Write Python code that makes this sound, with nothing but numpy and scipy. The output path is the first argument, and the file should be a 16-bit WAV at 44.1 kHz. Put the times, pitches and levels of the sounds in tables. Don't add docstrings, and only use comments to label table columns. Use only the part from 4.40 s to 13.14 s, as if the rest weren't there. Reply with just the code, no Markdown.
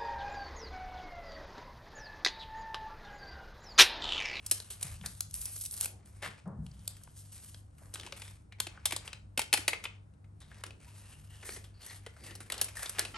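import sys
import numpy as np
from scipy import signal
from scipy.fft import rfft, irfft, next_fast_len
from scipy.io import wavfile
from scipy.ndimage import uniform_filter1d

SR = 44100
rng = np.random.default_rng(int(sys.argv[2]) if len(sys.argv) > 2 else 0)


def voltage_ratio(decibels):
    exponent = np.asarray(decibels, float) / 20
    return 10 ** exponent


def master_out(mix):
    frames = np.transpose(np.atleast_2d(mix))
    ceiling = np.clip(frames, -1, 1)
    pcm = np.round(ceiling * 32767).astype(np.int16)
    wavfile.write(sys.argv[1], SR, pcm)


N = 385456

FLAP = signal.butter(N=3, Wn=[380, 1900], btype="band", fs=SR, output="sos")
EDGE = signal.butter(2, 5800, "high", fs=SR, output="sos")


def rms_one(x):
    return x / np.sqrt(np.mean(x ** 2) + 1e-20)


def in_time(rows):
    s, *columns = np.transpose(rows)
    return [np.interp(np.arange(N) / SR, s, c, left=-120, right=-120) for c in columns]


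def at_hz(points, hz):
    point_hz, values = np.array(points)[:, 0], np.array(points)[:, 1]
    return np.interp(np.log(hz + 1), np.log(point_hz), values)


def spectrum_hz():
    size = next_fast_len(N + SR)
    return size, np.arange(size // 2 + 1) * SR / size


def band(x, low_hz, high_hz):
    edges_hz = [low_hz, min(high_hz, .45 * SR)]
    return signal.sosfilt(signal.butter(2, edges_hz, "band", fs=SR, output="sos"), x)


def resonance(x, hz, width_hz):
    r = np.exp(-np.pi * width_hz / SR)
    gain = (1 - r * r) / 2
    return signal.lfilter([gain, 0, -gain], [1, -2 * r * np.cos(2 * np.pi * hz / SR), r * r], x)


def drift(rate):
    r = np.exp(-80 * np.pi * rate / SR)
    chance = rng.standard_normal(N // 40 + 2002)
    slow = signal.lfilter([1], [1, -2 * r, r * r], chance)[2000:]
    return np.interp(np.arange(N) / 40, np.arange(len(slow)), rms_one(slow))


def swell(s, length, attack, fade_db_per_s):
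    age = np.arange(N) / SR - s
    rise = np.clip(1 + age / attack, 0, 1) ** 2
    return rise * voltage_ratio(-fade_db_per_s * np.maximum(age - length, 0))


def add_at(out, s, sound):
    out[round(s * SR):][:len(sound)] += sound


def scramble(x):
    return x * rng.choice([-1, 1], len(x))


def ragged(count, spread_db, size):
    noise = rng.standard_normal(count)
    jumps_db = spread_db * rng.standard_normal(count // size + 1).repeat(size)[:count]
    return rms_one(noise * voltage_ratio(jumps_db))


def shares(flap_db, bright_db, hz):
    return flap_db - 3 * np.log2(hz / 2500), 8 + bright_db


def paper_colour(burst, low_db, high_db, hz):
    width_hz = hz * np.clip(6.7 * voltage_ratio(0.82 * high_db), .7, 2.2)
    broad = resonance(resonance(burst, hz, width_hz), hz, width_hz)
    body = broad + voltage_ratio(6) * resonance(broad, hz, hz / 4.5)
    flap = signal.sosfilt(FLAP, scramble(burst))
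    edge = signal.sosfilt(EDGE, scramble(burst))
    parts = rms_one(body) + voltage_ratio(low_db + 10.0) * rms_one(flap) + voltage_ratio(high_db + 4.5) * rms_one(edge)
    return parts * np.sqrt(np.mean(burst ** 2))


# start in seconds, peak level in dB, brightness in dB, pouch pitch in Hz, burst length in seconds.
TEAR_SNAPS = [(0.063, -33.5, 7.5, 6200, 0.0076), (0.097, -42, 2, 4500, 0.0074),
              (0.112, -22.5, 4, 2586, 0.018), (0.201, -25, -13, 3980, 0.0055),
              (0.302, -38, -2, 3200, 0.059), (0.41, -41.5, -1, 2180, 0.01), (0.428, -28, 2.5, 4050, 0.01),
              (0.468, -37, -9, 3000, 0.005), (0.612, -36, -22, 3000, 0.0063),
              (0.636, -40, -29, 1670, 0.062), (0.66, -20, -9.5, 4330, 0.0084),
              (0.806, -21, 2, 3700, 0.0046), (0.91, -49.5, 12.5, 6500, 0.0044),
              (0.941, -37, 9.5, 6900, 0.0049), (1.014, -41, 9.5, 6390, 0.011),
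              (1.055, -34, 6, 5370, 0.0096), (1.162, -29.5, -10, 6200, 0.0093),
              (1.21, -44.5, 9.5, 6160, 0.026), (1.237, -40, 3, 6100, 0.012), (1.252, -60, 30, 6150, 0.005),
              (1.259, -39.5, 9, 6050, 0.011), (1.3105, -44.5, 12, 6150, 0.006),
              (1.34, -48, 20, 6440, 0.0037), (1.366, -38, 3, 5470, 0.0068),
              (1.376, -33.5, -0.5, 5000, 0.007), (1.405, -42, 10, 5000, .005),
              (1.41, -19, 3.5, 6500, 0.003), (1.445, -29.5, 6, 2500, 0.0045),
              (1.457, -23.5, 0, 2490, 0.0057)]
FETCH_SNAPS = [(1.658, -54, -1, 2900, 0.0094), (2.076, -66.5, 7, 6500, 0.0097),
               (2.264, -39, -13.5, 2980, 0.0077), (2.314, -43, -27, 4800, 0.0073),
               (2.392, -48, -10, 4600, .008), (2.477, -24, 3.5, 4900, 0.0038),
               (2.567, -50.5, -1.5, 1880, 0.015), (2.674, -37, -29, 1370, 0.0035),
               (2.986, -50, -20, 1740, 0.009), (3.144, -33.5, -19, 3200, 0.0086),
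               (3.382, -51.5, -3.5, 1230, 0.014), (3.539, -25, -12.5, 5370, 0.0079),
               (3.545, -30, -5, 4000, 0.0085), (3.556, -28.5, -12, 1530, 0.0092),
               (3.597, -27.5, -22.5, 3380, 0.0084), (3.61, -31, -19, 3500, 0.0069),
               (3.633, -32, -22, 2240, 0.0066), (3.664, -28, -13.5, 2490, 0.0072),
               (3.671, -35, -17, 2570, 0.012), (3.723, -23.5, -23, 2480, 0.0077),
               (3.819, -30.5, -13, 2220, 0.011), (3.878, -39, -8, 2000, 0.0075)]
PAT_SNAPS = [(4.123, -36.5, -21, 2110, 0.012), (4.201, -12, -11, 2710, 0.007),
             (4.202, -20.5, -9, 5570, 0.0066), (4.268, -23.5, -14.5, 2590, 0.0089),
             (4.374, -35.5, -38, 1260, 0.011), (4.455, -15, -4, 3120, 0.013),
             (4.508, -22.5, -11.5, 2260, 0.008), (4.522, -19.5, -12, 2120, 0.018),
             (4.563, -20, -9.5, 3930, 0.0089), (4.677, -24, -20, 2680, 0.0078),
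             (4.73, -23.5, -22.5, 2850, 0.0074), (4.975, -15, -12, 2580, 0.014),
             (4.992, -15, -10, 2240, 0.015), (5.016, -22, -12.5, 3000, 0.013),
             (5.128, -8.5, -13.5, 2370, 0.012), (5.137, -6, -10, 2430, 0.01),
             (5.174, -20, -11, 1900, 0.012), (5.279, -9.5, -12.5, 2260, 0.015),
             (5.294, -29.5, -11, 2290, 0.0042), (5.331, -15, -26.5, 2290, 0.013),
             (5.439, -27.5, -10.5, 2100, 0.017), (5.453, -19.5, -43.5, 2490, 0.013)]
LAY_DOWN_SNAPS = [(5.843, -54, -19, 1548, 0.014), (6.003, -54.5, 0.5, 3570, 0.014),
                  (6.025, -53, -31, 3440, 0.034), (6.115, -35, -39, 1690, 0.0077),
                  (6.237, -22, -14.5, 1850, 0.008), (6.259, -41, -13, 2750, 0.03),
                  (6.306, -33.5, -24.5, 2620, 0.008), (7.028, -36, -17, 1830, 0.02),
                  (7.091, -26, -16, 1900, 0.0078), (7.162, -38.5, -7, 1960, 0.03),
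                  (7.24, -44.5, -12, 3190, 0.039), (7.463, -44.5, 6, 2010, 0.01),
                  (7.507, -37, -22, 2100, 0.024), (7.663, -31.5, -14.5, 1730, 0.013),
                  (7.764, -44, -46, 1410, 0.011), (7.837, -46, -6, 2730, 0.092),
                  (7.863, -42, -7, 1890, 0.046), (7.907, -37, -20, 2760, 0.02),
                  (7.952, -35, -7.5, 4500, 0.016)]
CRUMPLE_SNAPS = [(8.003, -39, -8, 1460, 0.036), (8.1, -22, -14.5, 1870, 0.0081),
                 (8.121, -19, -7.5, 3570, 0.0083), (8.141, -28, -13, 2600, 0.011),
                 (8.179, -27.5, -17, 4550, 0.011), (8.213, -17.5, -2.5, 3020, 0.012),
                 (8.243, -33, 0.5, 4830, 0.012), (8.283, -35, -9, 2500, 0.021),
                 (8.369, -33.5, -5, 1760, 0.011), (8.393, -36, -4, 1700, 0.0099),
                 (8.429, -28, -5.5, 1710, 0.015), (8.458, -23, -23, 3620, 0.013),
                 (8.494, -35, 5.5, 1410, 0.011), (8.584, -23, -16.5, 1760, 0.049),
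                 (8.593, -12, -8.5, 4140, 0.0072), (8.65, -23.5, -19, 2600, 0.013)]
ACTION_FLAP_DB = [
    -18,
    -18.5,
    -19.5,
    -16,
    -18.5,
]
# start in seconds, peak level in dB.
TEAR_FIBRES = [(0.9594, -40), (0.9887, -34), (1.0294, -38), (1.0829, -32), (1.1094, -40), (1.1303, -34),
               (1.1794, -40), (1.2002, -28), (1.2694, -32), (1.3394, -28), (1.3894, -32), (1.4294, -22)]


def snaps():
    out, age = np.zeros(N + SR), np.arange(SR // 16) / SR
    fibres = [(s, db - 16, 4, 6000, .004) for s, db in TEAR_FIBRES]
    actions = [TEAR_SNAPS + fibres, FETCH_SNAPS, PAT_SNAPS, LAY_DOWN_SNAPS, CRUMPLE_SNAPS]
    for action, flap_db in zip(actions, ACTION_FLAP_DB):
        for s, peak_db, bright_db, hz, length in action:
            flutter = voltage_ratio(-34.5 - 20 * age / 0.062)
            shape = np.minimum(age / 0.00074, 1) * (voltage_ratio(-20 * age / max(length, .001)) + flutter)
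            burst = ragged(len(age), 1.0, size=16) * shape * voltage_ratio(peak_db - 11.0)
            add_at(out, s, paper_colour(burst, *shares(flap_db, bright_db, hz), hz))
    return out[:N]


# start in seconds, length in seconds, rms level in dB, brightness in dB, pouch pitch in Hz.
RIPS_AND_SLIDES = [(0.928, 0.33, -77, 21.5, 4660), (1.411, 0.029, -49, 3.5, 2980),
                   (1.818, 0.044, -38.5, -17.5, 1820), (2.758, 0.05, -67, 7.5, 4400),
                   (6.541, 0.061, -64.5, -2, 3700), (2.914, 0.038, -66, 7.5, 2870),
                   (4.644, 0.027, -61, 0, 4740), (7.045, 0.11, -58, 3.5, 2020),
                   (7.42, 0.15, -57.5, -3, 2980), (3.389, 0.083, -67.5, -3.5, 610),
                   (5.335, 0.039, -55, -22, 2210), (5.462, 0.094, -62.5, -25.5, 2413),
                   (8.351, 0.11, -54, -11, 1760)]


def strokes():
    out, age = np.zeros(N + SR), np.arange(SR // 2) / SR
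    for s, length, level_db, bright_db, hz in RIPS_AND_SLIDES:
        shape = np.minimum(age / 0.0085, 1) * voltage_ratio(-.15 * hz * np.maximum(age - length, 0))
        stutter = voltage_ratio(2.55 * rng.standard_normal(len(age) // 150 + 1)).repeat(150)[:len(age)]
        rip = voltage_ratio(level_db - 6.0) * shape * stutter * ragged(len(age), 1.3, size=24)
        add_at(out, s, paper_colour(rip, *shares(-13.5, bright_db, hz), hz))
    return out[:N]


RUB_DB, RUB_LOSS = -6, 0.13
# time in seconds, effort in dB, brightness in dB, pouch pitch in Hz.
HAND_HOLD = [(0, -53.5, -3.5, 2616), (1.3, -66.5, 12.5, 3850), (1.6, -67.5, -46, 2165),
             (2.0, -54, -8.5, 2510), (2.1, -81, -6, 1795), (2.25, -78, 12, 1806), (2.33, -59.5, -1, 3185),
             (3.1, -66.5, 12.5, 2990), (3.3, -75.5, 6, 2874), (3.75, -62.5, -1, 2600),
             (4.06, -93, -8.5, 2300), (4.6, -64, 0, 3040), (4.88, -82.5, 1, 2840), (5.36, -65, -12.5, 2357),
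             (5.72, -86, -6, 2250), (6.72, -55, -2, 2750), (6.85, -61, 1, 2777), (7.35, -64, -10, 2630),
             (7.8, -57.5, -3.5, 2035), (8.74, -49, -1, 2685)]
# start in seconds, length in seconds, effort in dB, brightness in dB, pouch pitch in Hz.
FINGER_SQUEEZES = [(0.135, 0.011, -56.5, 14.5, 3370), (0.413, 0.089, -49, 2.5, 2247),
                   (0.65, 0.083, -59, 7, 4060), (0.96, 0.19, -59, -5, 2305),
                   (1.326, 0.11, -54.5, 10.5, 3525), (1.655, 0.13, -91, 30.5, 2830),
                   (2.473, 0.036, -63, -6, 4065), (2.93, 0.03, -62, 6, 2095), (2.97, 0.03, -67.5, 4, 2500),
                   (3.021, 0.041, -64, 6.5, 3000), (3.536, 0.12, -53, -9, 2895),
                   (3.767, 0.13, -53.5, 1.5, 2337), (4.187, 0.19, -58, -21, 2320),
                   (4.448, 0.25, -52.5, -22, 2280), (5.14, 0.047, -43.5, -2, 2400),
                   (5.312, 0.13, -63, -7, 2273), (6.009, 0.057, -58, -6.5, 3790),
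                   (6.104, 0.13, -58, -9, 1844), (6.404, 0.091, -62, -2.5, 2404),
                   (6.58, 0.19, -70, 4.5, 2700), (6.903, .09, -62.5, 0.5, 3500),
                   (7.038, 0.12, -56.5, 3.5, 1910), (7.407, 0.036, -58, -4, 2975),
                   (7.769, 0.11, -58.5, -4.5, 1977), (8.114, 0.048, -42.5, -16, 3050),
                   (8.357, 0.05, -46.5, 2.5, 1792), (8.551, 0.025, -50.5, -28, 2735)]


def hands():
    effort_db, bright_db, pitch_hz = in_time(HAND_HOLD)
    moves = [(voltage_ratio(effort_db - 2.0), bright_db, pitch_hz)]
    for s, length, db, bright, hz in FINGER_SQUEEZES:
        squeeze = swell(s, length, attack=0.0065, fade_db_per_s=167)
        moves.append((voltage_ratio(db) * squeeze, bright, hz))
    gains = [sum(gain * voltage_ratio(k * bright) for gain, bright, _ in moves) for k in (1, 0, -RUB_LOSS)]
    total_power = sum(gain ** 2 for gain, _, _ in moves)
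    return gains, sum(gain ** 2 * hz for gain, _, hz in moves) / total_power


def crackle(per_s, spread_db, smooth_db):
    sizes = voltage_ratio(spread_db * np.minimum(rng.exponential(1, N), 5)) * rng.choice([-1, 1], N)
    born = rng.random(N) < per_s * voltage_ratio(3.0 * drift(70)) / SR
    return rms_one(rms_one(sizes * born) + voltage_ratio(smooth_db) * rng.standard_normal(N))


def pouch(x, pitch_hz):
    hollow, state = np.zeros(N), np.zeros(2)
    r = np.exp(-np.pi * 400 / SR)
    for i in range(0, N, 256):
        hz = np.clip(pitch_hz[i], 500, 9000)
        poles = [1, -2 * r * np.cos(2 * np.pi * hz / SR), r * r]
        hollow[i:i + 256], state = signal.lfilter([1, 0, -1], poles, x[i:i + 256], zi=state)
    return voltage_ratio(-.5) * rms_one(hollow) + rms_one(band(scramble(x), 1300, 6200))


def rustle():
    (crisp, body, soft), pitch_hz = hands()
    grains = crackle(per_s=1800., spread_db=2.2, smooth_db=-3.0)
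    grains = grains * voltage_ratio(2.3 * drift(25))
    bright = crisp * voltage_ratio(-3.5) * rms_one(signal.sosfilt(EDGE, scramble(grains)))
    rub = soft * voltage_ratio(RUB_DB - 7.5) * rms_one(signal.sosfilt(FLAP, scramble(grains)))
    hollow = body * voltage_ratio(-10.5) * rms_one(pouch(grains, pitch_hz))
    return bright + hollow + rub


FOLD_Q = 9.0
FOLD_ATTACK_S, FOLD_FADE_DB_PER_S = 0.017, 344
# start in seconds, length in seconds, rms level in dB, pitch in Hz, glide in Hz per second.
SINGING_FOLDS = [(4.12, 0.02, -63, 2450, -6000), (6.468, .03, -67, 940, 2), (6.59, .03, -71, 1900, 3),
                 (6.67, 0.099, -71, 2600, 2500), (6.904, 0.075, -70.5, 1850, -300),
                 (6.894, 0.13, -67, 2830, 498), (7.031, 0.11, -60.5, 1800, 4),
                 (7.09, 0.06, -60, 4350, 3000), (7.087, 0.07, -59, 6000, -1),
                 (7.345, 0.063, -70, 4450, 1500), (7.41, .03, -56, 4400, 1), (7.416, 0.027, -67, 1750, 0),
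                 (7.471, 0.063, -60, 1950, -500), (7.49, 0.03, -57, 4400, 0), (7.455, .08, -66, 6050, 0),
                 (7.783, .03, -79, 2340, 2), (7.8, 0.12, -68, 4700, -500), (7.853, 0.07, -58.5, 1880, 302),
                 (7.838, .13, -71, 2720, 0), (3.76, 0.16, -73, 2520, 3), (3.766, 0.15, -66.5, 3490, 0),
                 (8.36, 0.11, -58.5, 1780, 4)]


def folds():
    out, age = np.zeros(N + SR), np.arange(SR // 2) / SR
    for s, length, level_db, hz, glide in SINGING_FOLDS:
        rubbing = ragged(len(age), 4.5, size=300)
        still = resonance(resonance(rubbing, hz, hz / FOLD_Q), hz, hz / FOLD_Q)
        tone = np.real(signal.hilbert(still) * np.exp(1j * np.pi * glide * age ** 2))
        shape = np.minimum(age / FOLD_ATTACK_S, 1) * voltage_ratio(-FOLD_FADE_DB_PER_S * np.maximum(age - length, 0))
        add_at(out, s - FOLD_ATTACK_S / 2, voltage_ratio(level_db) * shape * rms_one(tone))
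    return out[:N]


# start in seconds, peak level in dB, pitch in Hz.
KNOCKS_AND_BOOMS = [(0.117, -41, 324), (0.309, -54, 422), (0.641, -42, 800), (2.676, -44.5, 950),
                    (3.418, -50, 616), (3.552, -53, 330), (3.652, -46, 350), (3.673, -37.5, 950),
                    (3.728, -38.5, 550), (4.268, -37, 706), (4.465, -38, 810), (4.525, -43, 600),
                    (4.98, -34, 252), (4.993, -18.5, 900), (5.133, -33, 277), (5.144, -20, 870),
                    (5.187, -36.5, 302), (5.287, -32, 900), (5.335, -61, 900), (7.09, -38.5, 395),
                    (7.17, -42, 398), (7.667, -37, 450), (7.77, -52, 595), (7.669, -42.5, 765),
                    (7.91, -44, 330), (8.004, -45, 330), (8.216, -38, 396), (8.598, -47, 450),
                    (0.445, -35, 139), (0.49, -37, 106), (0.925, -42, 62), (0.99, -40.5, 58.4),
                    (4.523, -28.5, 910), (4.53, -36, 328), (4.564, -34.5, 950), (4.27, -40.5, 331),
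                    (4.74, -44, 110)]


def knocks():
    out, age = np.zeros(N + SR), np.arange(SR // 10) / SR
    for s, peak_db, hz in KNOCKS_AND_BOOMS:
        turns = age * hz
        shape = voltage_ratio(peak_db - 60 * turns / 6.6 / 2) * np.minimum(turns, 1)
        add_at(out, s, shape * np.sin(2 * np.pi * turns + rng.uniform(0, 6)))
    return out[:N]


# start in seconds, peak level in dB, brightness in dB, pouch pitch in Hz, burst length in seconds.
PAPER_TICKS = [(0.95, -42, 8.5, 6500, 0.013), (2.635, -67.5, 22.5, 8000, 0.011),
               (2.614, -49, -30, 1100, .006), (2.979, -45, 0, 4500, .005), (5.737, -60.5, -10, 2490, .012),
               (6.144, -43, -7, 2500, .005), (6.184, -54, 0, 4000, .005), (6.265, -36, -6, 2800, .005),
               (7.418, -42, -10, 4400, .008), (7.5, -38, -10, 4400, .006), (8.03, -45, 0, 5000, .005)]


def ticks():
    out, age = np.zeros(N + SR), np.arange(SR // 16) / SR
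    for s, peak_db, bright_db, hz, length in PAPER_TICKS:
        shape = np.minimum(age / 0.0007, 1) * voltage_ratio(peak_db - 12.5 - 20 * age / max(length, .001))
        burst = ragged(len(age), 1.2, size=16) * shape
        add_at(out, s, paper_colour(burst, *shares(-14, bright_db, hz), hz))
    return out[:N]


# start in seconds, length in seconds, rms level in dB.
FOIL_FIZZ = [(0.94, 0.3, -42), (1.21, 0.07, -53), (1.32, 0.01, -39), (1.371, 0.03, -52),
             (1.403, 0.038, -40), (8.36, 0.1, -55)]


def fizz():
    high = signal.butter(N=4, Wn=10900, btype="high", fs=SR, output="sos")
    top = signal.sosfilt(high, ragged(N, 3.0, size=200))
    return rms_one(top) * sum(voltage_ratio(db) * swell(s, length, .006, 300) for s, length, db in FOIL_FIZZ)


# start in seconds, length in seconds, rms level in dB, top of the scrape in Hz.
WORKTOP_NUDGES = [(2.058, .035, -54, 1700), (3.59, .08, -64, 500), (6.24, .05, -62, 500),
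                  (7.04, .12, -63, 500), (7.8, .2, -63, 480), (1.45, .1, -66, 900), (8.1, .1, -62, 500),
                  (8.58, .06, -58, 500)]


def nudge():
    scrape, out = band(rng.standard_normal(N), 197, 970), 0
    for s, length, level_db, top_hz in WORKTOP_NUDGES:
        dull = signal.sosfilt(signal.butter(N=6, Wn=top_hz, fs=SR, output="sos"), scrape)
        out = out + voltage_ratio(level_db) * swell(s, length, attack=.006, fade_db_per_s=110) * rms_one(dull)
    return out


# start in seconds, boom level in dB, shudder level in dB, length in seconds.
WORKTOP_THUDS = [(0.525, -69, -47.5, 0.1), (0.617, -51, -65, 0.056), (0.867, -58, -62, 0.018),
                 (1.855, -56, -69, 0.034), (2.076, -42, -60, 0.049), (2.191, -39, -45, 0.026),
                 (2.312, -62, -59.5, 0.2)]


def thuds():
    boom = rms_one(band(band(rng.standard_normal(N), 106, 204), 106, 204))
    shudder = rms_one(band(band(rng.standard_normal(N), 42, 91), 42, 91))
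    out = 0
    for s, boom_db, shudder_db, length in WORKTOP_THUDS:
        lean = swell(s, length, attack=0.048, fade_db_per_s=214)
        out = out + lean * (voltage_ratio(boom_db) * boom + voltage_ratio(shudder_db) * shudder)
    return out


# frequency in Hz, time to fall 60 dB in seconds.
TILE_ECHO = [(200, 0.46), (2000, 0.27), (6000, 0.3), (12000, 0.19)]


def kitchen(x):
    size, hz = spectrum_hz()
    age, tail = np.arange(SR // 2) / SR, 0
    build_up = np.clip(age / 0.011 - .3, 0, 1)
    echoes = rng.standard_normal((2, SR // 2)) * build_up * voltage_ratio(-23.0)
    for k, (_, t60) in enumerate(TILE_ECHO):
        share = at_hz([(f, j == k) for j, (f, _) in enumerate(TILE_ECHO)], hz)
        tail = tail + share * rfft(echoes * voltage_ratio(-60 * age / t60), size)
    return irfft(tail * rfft(x, size), size)[:, :N]


MAINS_HZ, ROTOR_HZ, FIRST_NULL_S = 99.99, 97.05, .30
# frequency in Hz, rms level in dB.
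FRIDGE_ORDERS = [(48.55, -78), (73.9, -66), (145.6, -70), (200, -78), (300, -81)]


def fridge():
    t = np.arange(N) / SR - FIRST_NULL_S
    out = voltage_ratio(-55.0) * np.sin(2 * np.pi * MAINS_HZ * t) - voltage_ratio(-58.0) * np.sin(2 * np.pi * ROTOR_HZ * t)
    for hz, level_db in FRIDGE_ORDERS:
        waver_db = 3.2 * drift(3)
        out += voltage_ratio(level_db + 3 + waver_db) * np.sin(2 * np.pi * hz * t + 0.73 * drift(0.92))
    return out


AIR_DB = -55.5
# frequency in Hz, level in dB per Hz.
AIR_COLOUR = [(15, -40), (30, -20.5), (55, -4), (110, -15), (200, -18), (320, -31), (700, -36), (1400, -43),
              (3000, -57), (9000, -53), (16000, -57.5)]


def air():
    size, hz = spectrum_hz()
    noise = rfft(rng.standard_normal((2, size)))
    return voltage_ratio(AIR_DB - 1.0) * rms_one(irfft(noise * voltage_ratio(at_hz(AIR_COLOUR, hz)), size)[:, :N])


def scene():
    paper = snaps() + strokes() + rustle() + folds()
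    taps = knocks()
    paper = paper + nudge() + ticks() + fizz()
    echo = voltage_ratio(-13) * kitchen(paper + voltage_ratio(-5.5) * taps)
    return paper + taps + echo + thuds() + fridge() + air()


def top_gate(x, edge_hz, open_db, db_per_khz, follows, fickle_db):
    turn = np.array([[1, 1], [1, -1]]) / np.sqrt(2)
    hz, _, cells = signal.stft(turn @ x, SR, nperseg=512)
    level = uniform_filter1d(uniform_filter1d(np.abs(cells) ** 2, size=5, axis=1), size=5, axis=2)
    middle_db = 10 * np.log10(level[0, 12:100].mean(axis=0) + 1e-14) + 92
    patches = np.kron(rng.standard_normal((44, len(middle_db) // 8 + 1)), np.ones((6, 8)))
    patches = patches[:len(hz), :len(middle_db)]
    height_khz = (np.minimum(hz, 12500)[:, None] - edge_hz) / 1000
    needed_db = open_db + db_per_khz * height_khz + follows * np.minimum(middle_db, 25) + fickle_db * patches
    keep = (level > voltage_ratio(2 * needed_db)) | (hz < 9700)[:, None]
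    return turn @ signal.istft(cells * keep, SR, nperseg=512)[1][:, :N]


def band_limit(x):
    return signal.sosfilt(signal.butter(12, 17160, fs=SR, output="sos"), x)


# frequency in Hz, gain in dB.
CAPSULE_GAIN = [(200, 0.5), (4000, 0.5), (7000, -1.5), (8500, 2), (10300, 8.5), (11300, 2.5), (12100, -8.5),
                (12800, -11), (13700, -24), (15000, -23.5), (15900, -23.5), (16600, -52)]
# frequency in Hz, lead in radians.
LEFT_PHASE = [(100, 0), (1700, -.3), (2400, .5), (3500, .8), (7900, .8), (8600, -.1), (10300, -3.3),
              (12060, -6.2), (12750, -6.8), (13400, -9.3), (14100, -9.5), (14800, -12.5)]
# frequency in Hz, side gain in dB.
SIDE_GAIN = [(60, -23.5), (130, -14), (300, 0.5), (2000, 3), (7000, -7.5), (9000, -13.5), (15000, -6.5)]
# frequency in Hz, left over right in dB.
LEFT_OVER_RIGHT = [(60, -0.5), (170, 3), (330, -5), (650, 2), (1000, 2), (5500, 3.5), (8500, 1),
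                   (15000, -2.5)]


def record(dry):
    size, hz = spectrum_hz()
    left, right = rfft(dry, size) * voltage_ratio(at_hz(CAPSULE_GAIN, hz))
    mid = (left + right) / 2
    side = (left - right) / 2 * voltage_ratio(at_hz(SIDE_GAIN, hz))
    tilt = voltage_ratio(at_hz(LEFT_OVER_RIGHT, hz) / 2)
    left_port = (mid + side) * tilt * np.exp(1j * at_hz(LEFT_PHASE, hz))
    right_port = (mid - side) / tilt
    ports = irfft(np.array([left_port, right_port]), size)[:, :N]
    mix = top_gate(ports, edge_hz=9900, open_db=-98, db_per_khz=2.5, follows=0.69, fickle_db=7.0)
    return band_limit(mix)


dry = scene()
out = record(dry)
master_out(out)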